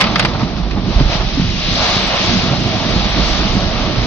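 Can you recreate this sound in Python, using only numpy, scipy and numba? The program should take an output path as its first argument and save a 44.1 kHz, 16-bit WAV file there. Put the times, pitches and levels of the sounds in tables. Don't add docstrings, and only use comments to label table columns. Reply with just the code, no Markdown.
import sys
import numpy as np
from scipy import signal
from scipy.fft import rfft, irfft
from scipy.io import wavfile
from scipy.ndimage import uniform_filter1d
from numba import njit

SR = 44100
rng = np.random.default_rng(int(sys.argv[2]) if len(sys.argv) > 2 else 0)


def dump(signal):
    limited = np.clip(np.atleast_2d(signal).T, -1, 1)
    pcm = np.round(limited * 32767).astype(np.int16)
    wavfile.write(sys.argv[1], SR, pcm)


def gain_from_db(level_db):
    decades = np.asarray(level_db, float) / 20
    return 10 ** decades


N = 179333

# time_s, gust_db
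GUST = [(0, -31.5), (.55, -27.5), (1.4, -20.5), (1.75, -22), (2.7, -31), (3.05, -21.5), (3.58, -22),
        (4.07, -22.5)]
# centre_hz, width_hz, level_db
WIND_MODES = [(34.3, 8.1, -7.5), (50.6, 3.6, -3.5)]
# time_s, size_db, spray_share_db
BOW_WAVE = [(0, -20, -9.5), (.14, -24.5, -4.5), (.3, -25.5, -7), (.7, -34, -4), (.85, -33.5, -2),
            (.95, -26.5, -3), (1.23, -30, 1), (1.53, -37.5, 9.5), (1.73, -28.5, 6), (1.84, -20.5, 1.5),
            (2.05, -24, 1.5), (2.33, -24.5, 3), (2.6, -27.5, 1), (3.06, -24.5, 0), (3.34, -25.5, 3),
            (3.67, -25.5, -2.5), (4.07, -26, -1.5)]
# peak_s, foam_swell_db, spray_swell_db, half_length_s
SURGES = [(0.354, 10, -1, 0.01), (0.414, 7, 4, 0.025), (0.583, 1, 4.5, 0.027), (.78, 9, -1, 0.041),
          (1.002, 8, 3, 0.022), (1.136, 7, 7.5, 0.065), (1.209, 8, 1, 0.026), (2.15, 5.5, -1.5, 0.058),
          (2.515, 5, -1, 0.077)]
# freq_hz, density_db_per_hz
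WATER_COLOUR = [(210, -44.5), (350, -9.5), (488, -5.5), (630, 1.5), (996, -5), (1160, -2), (1570, -7.5),
                (3860, -1),
                (6000, -10.5), (6900, -17), (8400, -20), (10000, -32), (20000, -70)]
# centre_hz, width_hz, level_db
HULL_MODES = [(122, 120, 6), (184.8, 26, 4.5), (226.6, 55, -9), (308.5, 38, -4.5)]
# start_s, peak_db, pitch_hz, t60_s
THUDS = [(0.619, -18, 44, 0.22), (0.768, -18, 39.2, 0.29), (0.960, -4.5, 50, 0.11), (1.021, -11, 32, 0.15),
         (1.054, -9, 48, 0.13), (1.197, -14, 40.2, 0.3), (3.497, -14, 40.4, 0.11),
         (3.979, -14.5, 52.7, 0.26)]
# start_s, peak_db, pitch_hz, t60_s
KNOCKS = [(0.248, -13, 189, 0.012), (0.284, -16.5, 142, 0.06), (0.35, -11.5, 145, 0.091),
          (0.411, -14.5, 128, 0.27), (0.431, -7, 208, 0.069), (0.747, -21, 99.5, 0.037),
          (0.989, -20.5, 127, 0.026), (1.004, -4, 138, 0.1), (1.009, -7, 274, 0.05),
          (1.152, -13.5, 168, 0.046), (1.373, -9, 269, 0.17), (1.397, -6.5, 171, 0.034),
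          (1.417, -9, 176, 0.13), (1.444, -9.5, 104.7, 0.14), (1.685, -12, 179, 0.084),
          (1.966, -11, 180, 0.034), (2.354, -8.5, 184, 0.13), (2.48, -16, 176, 0.06),
          (2.51, -10, 141, 0.15), (2.527, -8, 164.6, 0.1), (2.613, -11.5, 153, 0.14),
          (2.649, -12.5, 126.6, 0.11), (2.961, -8, 187, 0.094), (3.452, -11.5, 186, 0.049),
          (3.981, -11, 117.4, 0.21)]
# start_s, peak_db, treble_db
CRACKS = [(.004, -6, -2), (.009, 2, -1), (.039, -6, -1), (.067, -9, -2), (.133, -13, -5), (.1565, -1, -3),
          (.182, -12, -5), (.194, -1, -1), (.224, -10, -1), (.248, -1, -3), (.284, -12, -5),
          (.393, -16, -5), (.43, -17, -2), (.634, -20, -4), (.709, -18, 0), (.783, -17, -14),
          (1.155, -14, -8), (1.206, -13, -7), (1.407, -19, 0)]
# centre_hz, width_hz, level_db
TIMBER_MODES = [(655, 280, 10), (1160, 520, 17.5), (2070, 440, 5), (3420, 460, -14.5), (5650, 3800, -20)]
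# freq_hz, likeness_0_to_1
PORT_LIKENESS = [(60, .99), (250, .96), (500, .92), (1000, .8), (2000, .6), (4000, .3), (7000, .3)]
# freq_hz, left_minus_right_db
PORT_DB = [(60, -6.5), (290, -5), (490, -3), (830, -3), (1410, 0), (2380, -5), (4400, 6.5), (8000, 2.5)]
# freq_hz, left_lead_rad
PORT_RAD = [(0, 0), (950, .5), (1290, 0), (1980, 1.7), (3360, 1.1), (3790, .1), (5250, 3.8), (6980, 7)]
# freq_hz, density_db_per_hz
FAINT_TREBLE = [(5200, -100), (5900, -76), (6500, -71), (7000, -68.5), (8600, -70), (11000, -80),
                (20000, -82)]

GRIND_DB, CUSHION_DB, WALLOW_DB = -23, -25.5, -21
ENTERS_S, FLOATS_S, CHANGE_S = 1, 2.23, 0.19
FOAM_SPRAY_SPLIT_HZ = 1450
CRACK_RISE_S, CRACK_T60_S, CRACK_T60_S_PER_DB = .002, .095, .011
MIC_LOW_HZ = 21.2
KNEE_LEVEL = 2.2


def on_axis(table):
    hz, value = np.transpose(table)
    return np.interp(np.log(np.fft.rfftfreq(N, 1 / SR) + 1), np.log(hz + 1), value)


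def curves(table):
    s, *columns = np.transpose(table)
    return [np.interp(np.arange(N) / SR, s, c) for c in columns]


def unit(x):
    return x / np.sqrt(np.mean(x ** 2))


def band(x, lo_hz, hi_hz, order=2):
    return signal.sosfilt(signal.butter(order, [lo_hz, hi_hz], "bandpass", fs=SR, output="sos"), x)


def resonate(x, modes):
    return sum(gain_from_db(db) * band(x, hz - width / 2, hz + width / 2, order=1) for hz, width, db in modes)


def walk(rate_hz):
    hold = int(SR / rate_hz)
    levels = np.repeat(rng.standard_normal(N // hold + 1), hold)
    return unit(uniform_filter1d(uniform_filter1d(levels, hold), hold)[:N])


def add_at(out, start_s, sound):
    start = int(start_s * SR)
    out[start:start + len(sound)] += sound


def wind(db):
    return unit(resonate(rng.standard_normal(N), WIND_MODES) * gain_from_db(0.6 * walk(14))) * gain_from_db(db)


@njit
def grains(start, hz, cycles, size):
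    out = np.zeros(N)
    for k in range(len(start)):
        length = int(cycles[k] * SR / hz[k])
        phase = 0.
        for i in range(min(3 * length, N - start[k])):
            phase += 2 * np.pi * hz[k] / SR * (1 + .1 * i / length)
            out[start[k] + i] += size[k] * np.sin(phase) * np.exp(-2 * i / length)
    return out


def wave_db():
    t = np.arange(N) / SR
    size_db, thrown_db = curves(BOW_WAVE)
    foam_db, spray_db = size_db, size_db + thrown_db
    for peak_s, foam_swell_db, spray_swell_db, half_s in SURGES:
        swell = np.clip(1 - np.abs(t - peak_s) / half_s, 0, 1)
        foam_db = foam_db + foam_swell_db * swell
        spray_db = spray_db + spray_swell_db * swell
    return foam_db, spray_db


def water(foam_db, spray_db, count=40000):
    when, pitch, big = rng.random((count, 3)).T
    start = (when * N).astype(np.int64)
    bubbles = rfft(grains(start, 400 * 18 ** pitch, 3 + 3.2 * big, gain_from_db(-2.2 * np.log(1 - big))))
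    bubbles /= np.sqrt(uniform_filter1d(np.abs(bubbles) ** 2, size=400))
    roar = rfft(rng.standard_normal(N)) / np.sqrt(N)
    raw = (0.45 * bubbles + roar) * gain_from_db(on_axis(WATER_COLOUR))
    octave = np.log2(np.fft.rfftfreq(N, 1 / SR) / FOAM_SPRAY_SPLIT_HZ + 1e-9)
    foam, spray, surge = 0, 0, walk(14)
    for centre in np.arange(-3, 3, .5):
        part = irfft(raw * np.clip(1 - 2 * np.abs(octave - centre), 0, 1), N)
        part *= gain_from_db(0.32 * surge + 0.98 * walk(13))
        spray_share = np.clip(.5 + 0.75 * centre, 0, 1)
        foam = foam + (1 - spray_share) * part
        spray = spray + spray_share * part
    return unit(foam) * gain_from_db(foam_db + 0.53) + unit(spray) * gain_from_db(spray_db + 1.33)


def keel_db():
    t = np.arange(N) / SR
    enter, afloat = (np.clip((t - s) / CHANGE_S + .5, 0, 1) for s in (ENTERS_S, FLOATS_S))
    return GRIND_DB + enter * (CUSHION_DB - GRIND_DB) + afloat * (WALLOW_DB - CUSHION_DB)


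def hull(db):
    jolts = rng.standard_normal(N) * gain_from_db(2.17 * walk(45))
    return unit(band(resonate(jolts, HULL_MODES), 75, 353)) * gain_from_db(db + 1.93)


def blows(table, click_db):
    out, t = np.zeros(N + SR), np.arange(SR // 4) / SR
    for start_s, db, hz, t60_s in table:
        rise = np.minimum(t * hz * 5.8, 1)
        ring = -np.sin(2 * np.pi * hz * t) * gain_from_db(-60 * t / t60_s) * rise
        click = band(rng.standard_normal(len(t)), 300, 970) * gain_from_db(click_db - 60 * t / 0.039)
        add_at(out, start_s, gain_from_db(db) * (ring / ring.max() + click))
    return out[:N]


def cracks():
    out, t = np.zeros(N + SR), np.arange(SR // 4) / SR
    for start_s, db, treble_db in CRACKS:
        fibres = rng.standard_normal(len(t))
        ring = resonate(fibres, TIMBER_MODES)
        bright = gain_from_db(treble_db + 10) * band(ring, 2000, 5000, order=4)
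        ring = unit(band(ring, 350, 2200) + bright)
        snap = gain_from_db(treble_db - 7 - 60 * t / 0.14) * band(fibres, 5500, 9500)
        t60_s = max(CRACK_T60_S + CRACK_T60_S_PER_DB * treble_db, .03)
        shape = np.minimum(t / CRACK_RISE_S, 1) * gain_from_db(-60 * t / t60_s)
        add_at(out, start_s, gain_from_db(db - 6.5) * (ring + snap) * shape)
    return out[:N]


def launch():
    steel = hull(keel_db()) + blows(THUDS, click_db=-18.5) + blows(KNOCKS, click_db=-13.5)
    return wind(curves(GUST)[0] + 1.8) + steel + cracks() + water(*wave_db())


def ports(x, scattered):
    alike = np.clip(on_axis(PORT_LIKENESS), 0, .999)
    tilt = gain_from_db(on_axis(PORT_DB) / 2) * np.exp(.5j * on_axis(PORT_RAD))
    share = np.sqrt((1 - alike) / (1 + alike))
    direct, side = rfft(x), share * rfft(scattered)
    whole = np.sqrt(np.abs(tilt + 1 / tilt) ** 2 + np.abs(share * (tilt - 1 / tilt)) ** 2) / 2
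    return irfft(np.array([tilt * (direct + side), (direct - side) / tilt]) / whole, N)


def scene():
    return ports(launch(), launch())


def drop_faint_treble(x):
    frames = dict(fs=SR, window="cosine", nperseg=1024, scaling="psd")
    hz, _, lines = signal.stft(x, **frames)
    spray_lines = lines[:, (hz > 3000) & (hz < 5000)]
    spray = np.mean(np.abs(spray_lines) ** 2, axis=(0, 1)) / gain_from_db(2 * -62)
    floor_db = np.interp(hz, *np.transpose(FAINT_TREBLE), left=-200)
    least = gain_from_db(floor_db)[:, None] * spray ** .35
    return signal.istft(lines * (np.abs(lines) > least), **frames)[1][:, :N]


def band_limit(x):
    return signal.sosfilt(signal.butter(12, 20000, fs=SR, output="sos"), x)


def record(dry):
    heard = signal.sosfilt(signal.butter(2, MIC_LOW_HZ, "highpass", fs=SR, output="sos"), dry)
    rounded = KNEE_LEVEL * np.tanh(heard / KNEE_LEVEL)
    mix = np.clip(drop_faint_treble(rounded), -.99, .99)
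    return band_limit(mix)


dry = scene()
out = record(dry)
dump(out)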